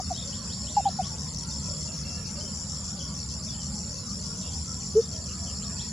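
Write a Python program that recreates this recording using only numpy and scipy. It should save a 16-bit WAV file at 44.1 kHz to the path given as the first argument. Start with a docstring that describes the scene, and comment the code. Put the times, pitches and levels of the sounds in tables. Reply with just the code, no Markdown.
"""In a wooded field, a coucal gives a few short round hoots, each a near sine that slides in pitch.
Crickets chirp in even runs of short falling tones; a cicada buzzes as pulsed noise through a resonance.
Far small birds whistle and twitter in gliding sines, hoarse notes sound between them, and a twig snaps.
Distant traffic rumbles as shaped noise with a faint engine hum, under a blur of far insects."""
import sys
import numpy as np
from scipy import signal
from scipy.io import wavfile
from scipy.ndimage import uniform_filter1d

SR = 44100
rng = np.random.default_rng(int(sys.argv[2]) if len(sys.argv) > 2 else 0)


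def to_wav(sig):
    """Store sig (one row per channel, or 1-D mono) as 16-bit WAV at the path in sys.argv[1].

    Samples outside -1..1 are clipped; the rate is SR.
    """
    pcm = np.clip(np.atleast_2d(sig), -1, 1) * 32767
    pcm = np.round(pcm).astype(np.int16)
    wavfile.write(sys.argv[1], SR, pcm.T)  # frames by channels


N = 261072

# Short hoots: (start [s], attack [s], hold [s], tail [s], held level [dB], pitch after the attack [Hz])
HIGH_HOOTS = [(-.025, .006, .015, .003, -25, 810), (.102, .011, .005, 0, -27.5, 740),
              (.7655, .0065, .011, .012, -17, 832), (.853, .007, .013, .008, -19.3, 808),
              (.987, .009, .007, 0, -23.3, 772)]
# One lower hoot, mostly rising: (time [s], level [dB], pitch [Hz])
LOW_HOOT = [(4.95, -43, 390), (4.958, -22, 416), (4.968, -15, 428), (4.982, -14.3, 447),
            (4.996, -16.3, 456), (5.005, -23, 450), (5.013, -44, 445)]
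# The swollen throat passes little above the fundamental: (multiple of the pitch, level under it [dB])
HOOT_OVERTONES = [(2, -41), (3, -44)]

# Even runs of cricket chirps: (first chirp [s], last chirp [s], number of chirps, level [dB])
# The nearest cricket, timed by its first stroke
HIGH_CHIRPS = [(-.045, .252, 3, -38.5), (1.047, 1.047, 1, -38.5), (1.185, 1.491, 3, -38.5),
               (1.634, 1.634, 1, -38), (1.808, 3.438, 12, -38.5), (3.609, 3.757, 2, -39),
               (3.919, 4.659, 6, -38.5), (4.81, 5.267, 4, -39), (5.439, 5.439, 1, -39)]
# A low cricket with two round strokes a chirp; same columns
LOW_CHIRPS = [(.05, .734, 7, -42.5), (1.291, 1.587, 4, -43), (1.699, 2.486, 8, -43.5),
              (3.214, 3.771, 6, -43.5), (3.879, 4.203, 4, -43.5), (4.805, 5.01, 3, -43.5),
              (5.118, 5.882, 8, -43.5)]
# A cricket with two steeply falling strokes a chirp; same columns
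SWEPT_CHIRPS = [(.112, .642, 6, -43.5), (.766, .872, 2, -44), (.966, 1.072, 2, -45),
                (1.33, 1.855, 6, -43.5), (1.965, 2.399, 5, -45), (2.767, 2.878, 2, -46.5),
                (2.978, 3.397, 5, -45), (3.508, 3.941, 5, -43.5), (4.416, 4.734, 4, -45.5),
                (4.847, 5.164, 4, -46), (5.274, 5.503, 3, -46)]
# Two crickets farther off, timed by about the middle of each chirp; same columns
LEFT_CHIRPS = [(0.039, .325, 3, -42), (.49, 0.934, 4, -43.5), (1.087, 1.845, 6, -42),
               (1.981, 2.114, 2, -42), (2.3, 3.035, 6, -42.5), (3.196, 3.472, 3, -42.5),
               (3.648, 3.938, 3, -44), (4.125, 4.285, 2, -41.5), (4.447, 5.134, 6, -43.5),
               (5.29, 5.453, 2, -47), (5.543, 5.853, 3, -43.5)]
RIGHT_CHIRPS = [(0.111, .54, 4, -44), (0.632, 0.946, 3, -45.5), (1.098, 1.228, 2, -44),
                (1.403, 2.224, 7, -42.5), (2.382, 2.673, 3, -44), (2.764, 3.055, 3, -43),
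                (3.187, 3.785, 5, -43), (3.89, 4.149, 3, -43), (4.288, 5.158, 7, -43.5),
                (5.289, 5.822, 5, -43)]
# One extra pair of strokes as the nearest cricket resumes: (time [s], level [dB])
WARM_UP = (1.022, -40)
# Pitches each stroke of the nearest cricket falls through: (pitch [Hz])
HIGH_STROKE_HZ = [6630, 6075, 5400]

# Where the cicada swells anew: (time [s], base level [dB])
CICADA_PHRASES = [(-.02, -39.5), (.9, -40), (1.98, -40.5), (2.98, -40.5), (3.96, -40.5), (4.95, -40),
                  (5.95, -40)]
# The course of each phrase: (share of the phrase [0 to 1], added level [dB], body resonance [Hz])
PHRASE_SHAPE = [(0, -3, 7000), (.12, -3, 7200), (.55, -0.5, 7210), (.8, 0.5, 7250), (.93, 0.5, 7150),
                (1, -4.5, 7060)]
# Brief level changes in the band around 7 kHz, mostly short gaps: (time [s], added level [dB])
BAND_GAPS = [(.413, -9), (.884, 2), (1.37, -12), (1.453, -13), (1.973, 0), (2.04, -6), (2.247, -7),
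             (3.43, -6), (3.526, -4), (4.951, -6)]

# A small bird repeats one rising call: (time [s], length [s], level [dB])
RISING_CALLS = [(.327, .057, -50), (.496, .055, -48.5), (.668, .06, -49), (.847, .058, -49),
                (1.029, .05, -48.5), (5.622, .048, -54), (5.79, .038, -46.5)]
# Pitches the rising call passes through: (pitch [Hz])
CALL_HZ = [2914, 3640, 4880]
# Pitches of the short low note that leads each call: (pitch [Hz])
LEAD_HZ = [2480, 2660]
# Whistles of other far birds: (time [s], length [s], start pitch [Hz], end pitch [Hz], level [dB])
WHISTLES = [(.14, .021, 3730, 3950, -46), (0.157, 0.024, 3050, 3380, -47), (0.75, 0.078, 2810, 2680, -57),
            (.8, 0.055, 3720, 3650, -59), (1.87, .04, 2840, 2620, -57), (2.044, 0.085, 2720, 2720, -52),
            (2.168, 0.034, 2770, 2700, -55), (2.361, .018, 2840, 2680, -58),
            (2.407, 0.021, 3050, 3130, -51), (2.453, 0.032, 3050, 3155, -51),
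            (2.715, .034, 3870, 3920, -58), (2.99, .03, 3330, 3330, -54), (3.001, .022, 3080, 3100, -48.5),
            (3.027, .034, 3380, 3080, -55), (3.476, .022, 3800, 3450, -55), (3.485, 0.055, 3430, 3420, -52),
            (3.542, 0.023, 3080, 3020, -58), (3.582, .046, 3220, 2970, -55), (3.985, .09, 4250, 3800, -59),
            (4.41, .027, 3850, 3730, -54)]
# Hoarse far notes: (time [s], length [s], start [Hz], middle [Hz], end pitch [Hz], level [dB])
HOARSE_NOTES = [(0.158, 0.099, 3450, 3685, 3500, -45.5), (1.678, 0.05, 580, 562, 560, -45),
                (2.33, 0.1, 570, 573, 556, -51), (2.425, .05, 400, 393, 385, -52),
                (4.408, 0.1, 3400, 3430, 3500, -54.5), (4.421, 0.093, 2650, 2840, 2930, -58.5),
                (4.5, .05, 3350, 3350, 3320, -54), (5, .08, 3600, 3600, 3650, -57),
                (5.12, 0.054, 3400, 3250, 3180, -57), (5.278, 0.063, 3000, 2860, 2730, -56.5),
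                (5.455, 0.073, 3300, 3070, 2800, -54)]
# One small snap: (time [s], level [dB], ring pitch [Hz])
TWIG = (1.513, -44, 3650)

# Tone colour of the low traffic wash: (frequency [Hz], relative level [dB per Hz])
RUMBLE_SPECTRUM = [(12, -64), (20, -32), (32, -43), (57, -4), (75, 1.5), (89, 0), (117, -6), (140, -5),
                   (196, -1.5), (317, -22), (420, -26), (550, -34.5), (920, -120)]
# Tone colour of far road and wind in the trees: (frequency [Hz], relative level [dB per Hz])
MURMUR_SPECTRUM = [(180, -33), (300, -26), (344, -15), (480, -0.5), (565, 0), (734, -6), (1030, -4),
                   (1180, -4.5), (1330, -4), (1610, -13), (1800, -10), (2490, -17), (2600, -24),
                   (3380, -46), (5720, -120)]
# Loudness of that murmur: (time [s], level [dB])
MURMUR_LEVEL = [(0, -51.5), (.5, -50.5), (2.3, -50.5), (4.3, -52), (5.92, -52)]
# Loudness of the engine tone: (time [s], level [dB])
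HUM_LEVEL = [(0, -62), (.85, -60), (.95, -42), (2.2, -44), (2.5, -52), (3.0, -51), (3.15, -44), (3.3, -51),
             (3.7, -47), (4.2, -51), (5.92, -60)]
# Tone colour of the blur of far insects: (frequency [Hz], relative level [dB per Hz])
INSECT_SPECTRUM = [(1800, -34), (2300, -20), (2800, -17), (3600, -14.5), (4000, -13.5), (4800, -1.5),
                   (5500, 0.5), (6200, -5), (6600, -17), (8300, -37), (9000, -11), (10800, -25),
                   (12000, -32.5), (15000, -33.5), (15300, -45)]
# How alike background noise is in both ears: (frequency [Hz], likeness [0 to 1])
EAR_LIKENESS = [(60, 0.99), (180, 1), (310, 0.94), (550, 0.83), (950, 0.88), (1650, 0.67), (2860, 0.4),
                (4970, 0.16), (8640, 0.3), (10300, 1), (11200, 0.98), (15000, .995)]


def coucal():
    """Each hoot is a near sine from the closed beak and the swollen throat, with a weak echo."""
    out = np.zeros(N)
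    for rows in [high_hoot(*row) for row in HIGH_HOOTS] + [LOW_HOOT]:
        s, db, hz = np.transpose(rows)
        t = np.arange(s[0], s[-1], 1 / SR)
        turns = np.cumsum(np.interp(t, s, hz)) / SR
        tone = np.cos(2 * np.pi * turns)
        for multiple, overtone_db in HOOT_OVERTONES:
            tone += amp(overtone_db) * np.cos(2 * np.pi * multiple * turns)
        level = uniform_filter1d(np.interp(t, s, amp(db)), size=80)
        level *= signal.windows.tukey(len(t), .1)  # soft ends
        add(out, s[0], np.sqrt(2) * level * tone)
    return out + echoes(out[None], t60=.2, db=-24, alike=.9)


def high_hoot(start, attack, hold, tail, db, hz):
    """Rows (time [s], level [dB], pitch [Hz]): attack from above, hold, softer tail, falling pitch."""
    drop_s, sag_s, release_s = .009, .011, .007  # step down to the tail, fall of pitch, release
    held = attack + hold
    end = held + drop_s + tail
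    level_s = [0, attack, held, held + drop_s, end, end + release_s]
    pitch_s = [0, attack, end - sag_s, end, end + release_s]
    s = np.arange(0, level_s[-1], .001)
    level = np.interp(s, level_s, amp([-26, 0, 0, -8.5, -8.5, -28]))  # dB against the hold
    share = np.interp(s, pitch_s, [1.09, 1, 0.97, 0.914, 0.74])  # shares of the pitch
    return np.transpose([start + s, db + 20 * np.log10(level), hz * share])


def crickets():
    """Wing strokes sound as short falling tones: five voices with their own sides, and stray chirps."""
    high, low, swept, left, right = np.zeros((5, N))
    stray = np.zeros((2, N))
    stroke_s, low_stroke_s = .0105, .0172  # spacing of the two strokes in a pair
    pairs = .025 * np.arange(3)  # three pairs a chirp

    for s, db in evenly(HIGH_CHIRPS):
        chirp(high, s, db, np.r_[pairs, pairs + stroke_s], .0058, HIGH_STROKE_HZ, spread_db=0)
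    chirp(high, *WARM_UP, [0, stroke_s], .0058, HIGH_STROKE_HZ, spread_db=0.7)
    for s, db in evenly(LOW_CHIRPS):
        chirp(low, s, db, [0, low_stroke_s], 0.012, [4650, 4400, 4200], spread_db=0.8)
    for s, db in evenly(SWEPT_CHIRPS):
        chirp(swept, s, db, [0, low_stroke_s], 0.013, [5400, 4500, 3850], spread_db=0.2)

    loose_pairs = np.cumsum(np.tile([.011, .014], 4)) - .054  # eight strokes around the middle
    for voice, runs in (left, LEFT_CHIRPS), (right, RIGHT_CHIRPS):
        for s, db in evenly(runs):
            hz = np.array([5880, 5470, 5080]) * (1 + .008 * rng.standard_normal())
            chirp(voice, s, db, loose_pairs, 0.0073, hz, spread_db=0.9)

    for when, pitch, side in rng.random((110, 3)):
        hz = (4600 + 600 * pitch) * np.array([1.12, 1, .9])
        ear = stray[int(2 * side)]
        chirp(ear, when * N / SR, -42.5, [0, low_stroke_s], .009, hz, spread_db=1)

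    near = panned(high, 4.9) + panned(low, .3) + panned(swept, .3)
    far = panned(left, 12.5) + panned(right, -9.5) + stray
    far_echo = echoes(far, t60=.05, db=-4, alike=.2)
    tree_echo = echoes(near + far, t60=.18, db=-11, alike=.6)  # weak return from the trees
    return near + far + far_echo + tree_echo


def chirp(mix, s, db, strokes, length, hz, spread_db):
    """Adds one falling tone for each wing stroke; strokes lists their middles in seconds from s."""
    for later in strokes:
        level = amp(db + spread_db * rng.standard_normal())
        add(mix, s + later - length / 2, level * glide(length, hz, taper=0.89))


def evenly(runs):
    """The time and level of every chirp in the evenly spaced runs."""
    return [(s, db) for first, last, count, db in runs for s in np.linspace(first, last, round(count))]


def cicada():
    """Rapid clicks ring the body in phrases of about a second that swell, rise and sag in pitch."""
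    t = np.arange(N) / SR
    starts, base_db = np.transpose(CICADA_PHRASES)
    share, swell_db, resonance_hz = np.transpose(PHRASE_SHAPE)
    phrase = np.interp(t, starts, np.arange(len(starts)))  # whole part: which phrase; rest: share of it
    db = base_db[phrase.astype(int)] + np.interp(phrase % 1, share, swell_db)
    gap_s = 0.027
    for s, change_db in BAND_GAPS:
        db += change_db * np.exp(-(2 * (t - s) / gap_s) ** 4)
    hz = np.interp(phrase % 1, share, resonance_hz)
    sound = buzz(per_s=171, jitter=0.0378, sharp=.4, hz=hz, width_hz=857, alike=0.92)
    return panned(amp(db) * sound, .55)


def buzz(per_s, jitter, sharp, hz, width_hz, alike):
    """Noise pulses, one for each click of the insect, ring a steep body resonance (made rms 1)."""
    wander = evened(uniform_filter1d(rng.standard_normal(N), size=4000))
    turns = np.cumsum(per_s * (1 + jitter * wander)) / SR
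    common, left, right = rng.standard_normal((N, 3)).T
    pulses = np.sqrt(alike) * common + np.sqrt(1 - alike) * np.array([left, right])
    pulses *= np.exp(sharp * np.cos(2 * np.pi * turns))  # sharp: how peaked each click is
    for _ in range(3):
        pulses = resonate(pulses, hz, width_hz)
    return evened(pulses)


def small_birds():
    """Thin glides, roughened and smeared by distance, over the scattered twitter of a far flock."""
    out = np.zeros(N)
    for s, length, db in RISING_CALLS:
        add(out, s, amp(db) * glide(length, CALL_HZ, taper=0.1))
        add(out, s - 0.026, amp(db - 10) * glide(0.017, LEAD_HZ, taper=0.37))  # lead note
    for s, length, *hz, db in WHISTLES:
        add(out, s, amp(db) * glide(length, hz, taper=0.16))
    for when, pitch, bend, span, size in rng.random((90, 5)):  # the twitter
        hz = (2500 + 1400 * pitch) * (1 + 0.145 * (bend - .5) * np.array([-1, 0, 1]))
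        note = glide(.015 + 0.0476 * span, hz, taper=0.77)
        add(out, when * N / SR, amp(-69 + 3.2 * size) * note)
    flutter = evened(uniform_filter1d(rng.standard_normal(N), size=400))
    out *= amp(2.2 * flutter)
    return panned(out, 0.46) + echoes(out[None], t60=0.35, db=-2, alike=0.73)


def hoarse_notes():
    """Glides shaken by fast chance, so each spreads into a grainy band about a tenth of its pitch wide."""
    out = np.zeros(N)
    for s, length, *hz, db in HOARSE_NOTES:
        tone = glide(length, hz, taper=0.53)
        span = int(8 * SR / hz[1])  # eight cycles of the middle pitch
        shake = uniform_filter1d(uniform_filter1d(rng.standard_normal(len(tone)), span), span)
        add(out, s, amp(db) * tone * evened(shake))
    return out + echoes(out[None], t60=0.12, db=-1.5, alike=0.91)


def twig():
    """A snap is a click of fast-fading noise with a short ring."""
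    s, db, hz = TWIG
    out, t = np.zeros(N), np.arange(600) / SR
    ring = np.sin(2 * np.pi * hz * t)
    click = .5 * rng.standard_normal(600) * amp(-60 * t / .004)
    add(out, s, amp(db - 60 * t / 0.16) * (ring + click))
    return out


def traffic():
    """Low noise for wash and murmur, with one engine tone that comes and goes over an unsteady throb."""
    hum_hz = 149.4
    wash = amp(-37.5) * noise(RUMBLE_SPECTRUM, size=4096, patchy_db=0.4, drift_db=0.14)
    murmur = noise(MURMUR_SPECTRUM, size=2048, patchy_db=4.5, drift_db=1.34)
    murmur *= amp(level_curve(MURMUR_LEVEL))
    # narrow noise an octave below the tone
    throb = amp(-49.5) * evened(resonate(rng.standard_normal(N), hum_hz / 2, width_hz=4.6))
    tone = np.sqrt(2) * np.sin(2 * np.pi * hum_hz * np.arange(N) / SR)
    return wash + murmur + throb + amp(level_curve(HUM_LEVEL)) * tone


def far_insects():
    """Pulsed noise through resonances: a faint high katydid buzz and a lower trill that comes and goes."""
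    katydid = amp(-58.5) * buzz(per_s=113, jitter=0.0078, sharp=0.15, hz=9835, width_hz=920, alike=0.92)
    waver = uniform_filter1d(uniform_filter1d(rng.standard_normal(N), size=8000), size=8000)
    trill = buzz(per_s=45, jitter=0.0314, sharp=0.14, hz=3350, width_hz=380, alike=0.19)
    return panned(katydid, .7) + amp(-66.5 + 6.5 * evened(waver)) * trill


def insect_blur():
    """So many far insects that they merge into patchy, slowly drifting noise."""
    return amp(-45) * noise(INSECT_SPECTRUM, size=512, patchy_db=5, drift_db=1.5)


def noise(spectrum, size, patchy_db, drift_db):
    """Random short-time spectra with small patches and slow drifts, partly alike in both ears (rms 1)."""
    frames, hz = 4 * N // size + 5, np.fft.rfftfreq(size, 1 / SR)
    a, b, c, d, patches, drift = rng.standard_normal((frames, len(hz), 6)).T
    patches = uniform_filter1d(uniform_filter1d(patches, size=4, axis=0), size=8, axis=1)
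    drift = uniform_filter1d(uniform_filter1d(drift, size=8, axis=0), size=frames // 8, axis=1)
    same = read(EAR_LIKENESS, hz)[:, None]
    left = a + 1j * b
    right = same * left + np.sqrt(1 - same ** 2) * (c + 1j * d)
    level_db = read(spectrum, hz)[:, None] + patchy_db * evened(patches) + drift_db * evened(drift)
    spectra = np.array([left, right]) * amp(level_db)
    return evened(signal.istft(spectra, nperseg=size, noverlap=3 * size // 4)[1][:, :N])


def echoes(x, t60, db, alike):
    """Trunks and leaves scatter sound back: sparse taps of random sign, fading 60 dB in t60 seconds."""
    at = np.arange(100, SR // 2, 20)
    at = at + rng.integers(0, 20, (3, len(at)))
    taps = np.zeros((3, SR // 2 + 40))
    np.put_along_axis(taps, at, rng.choice([-1., 1.], at.shape) * amp(-60 * at / SR / t60), 1)
    taps = np.sqrt(alike) * taps[0] + np.sqrt(1 - alike) * taps[1:]  # shared part, own part of each ear
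    return amp(db) * signal.oaconvolve(x, taps / np.linalg.norm(taps[0]), axes=1)[:, :N]


def resonate(x, hz, width_hz):
    """A resonance of gain 1: shifts the pitch hz down to zero, smooths, and shifts back."""
    turn = np.exp(2j * np.pi * np.cumsum(hz * np.ones(N)) / SR)
    r = np.exp(-np.pi * width_hz / SR)
    return 2 * (turn * signal.lfilter([1 - r], [1, -r], x / turn)).real


def glide(length, hz, taper):
    """A sine of rms 1 whose pitch passes through the given values, then faded at both ends."""
    u = np.linspace(0, 1, round(length * SR))
    turns = np.cumsum(np.interp(u, np.linspace(0, 1, len(hz)), hz)) / SR + rng.random()
    return np.sqrt(2) * np.sin(2 * np.pi * turns) * signal.windows.tukey(len(u), taper)


def amp(db):
    """Decibels to a plain factor."""
    return 10 ** (np.asarray(db) / 20)


def evened(x):
    """Scales a signal to rms 1."""
    return x / np.sqrt(np.mean(x ** 2) + 1e-20)


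def read(points, hz):
    """Reads a table over frequency, with straight lines on a log scale."""
    f, value = np.transpose(points)
    return np.interp(np.log(hz + 1), np.log(f + 1), value)


def level_curve(rows):
    """Draws straight lines in dB through the (time [s], level [dB]) rows."""
    s, db = np.transpose(rows)
    return np.interp(np.arange(N) / SR, s, db)


def add(mix, s, sound):
    """Adds a sound to the mix at s seconds, cutting what falls outside."""
    at = round(s * SR)
    sound = sound[max(-at, 0):]
    part = mix[max(at, 0):][:len(sound)]
    part += sound[:len(part)]


def panned(x, db):
    """Makes the left ear db louder than the right."""
    return x * amp([[db / 2], [-db / 2]])


def scene():
    """All sources together, left and right."""
    birds = coucal() + small_birds() + hoarse_notes()
    insects = crickets() + cicada() + far_insects() + insect_blur()
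    return birds + insects + twig() + traffic()


def record(dry):
    """A steep low-pass takes away the treble above about 15.75 kHz."""
    low_pass = signal.firwin(2047, 15750, window=("kaiser", 11), fs=SR)
    return signal.oaconvolve(dry, low_pass[None], "same")


dry = scene()
out = record(dry)
to_wav(out)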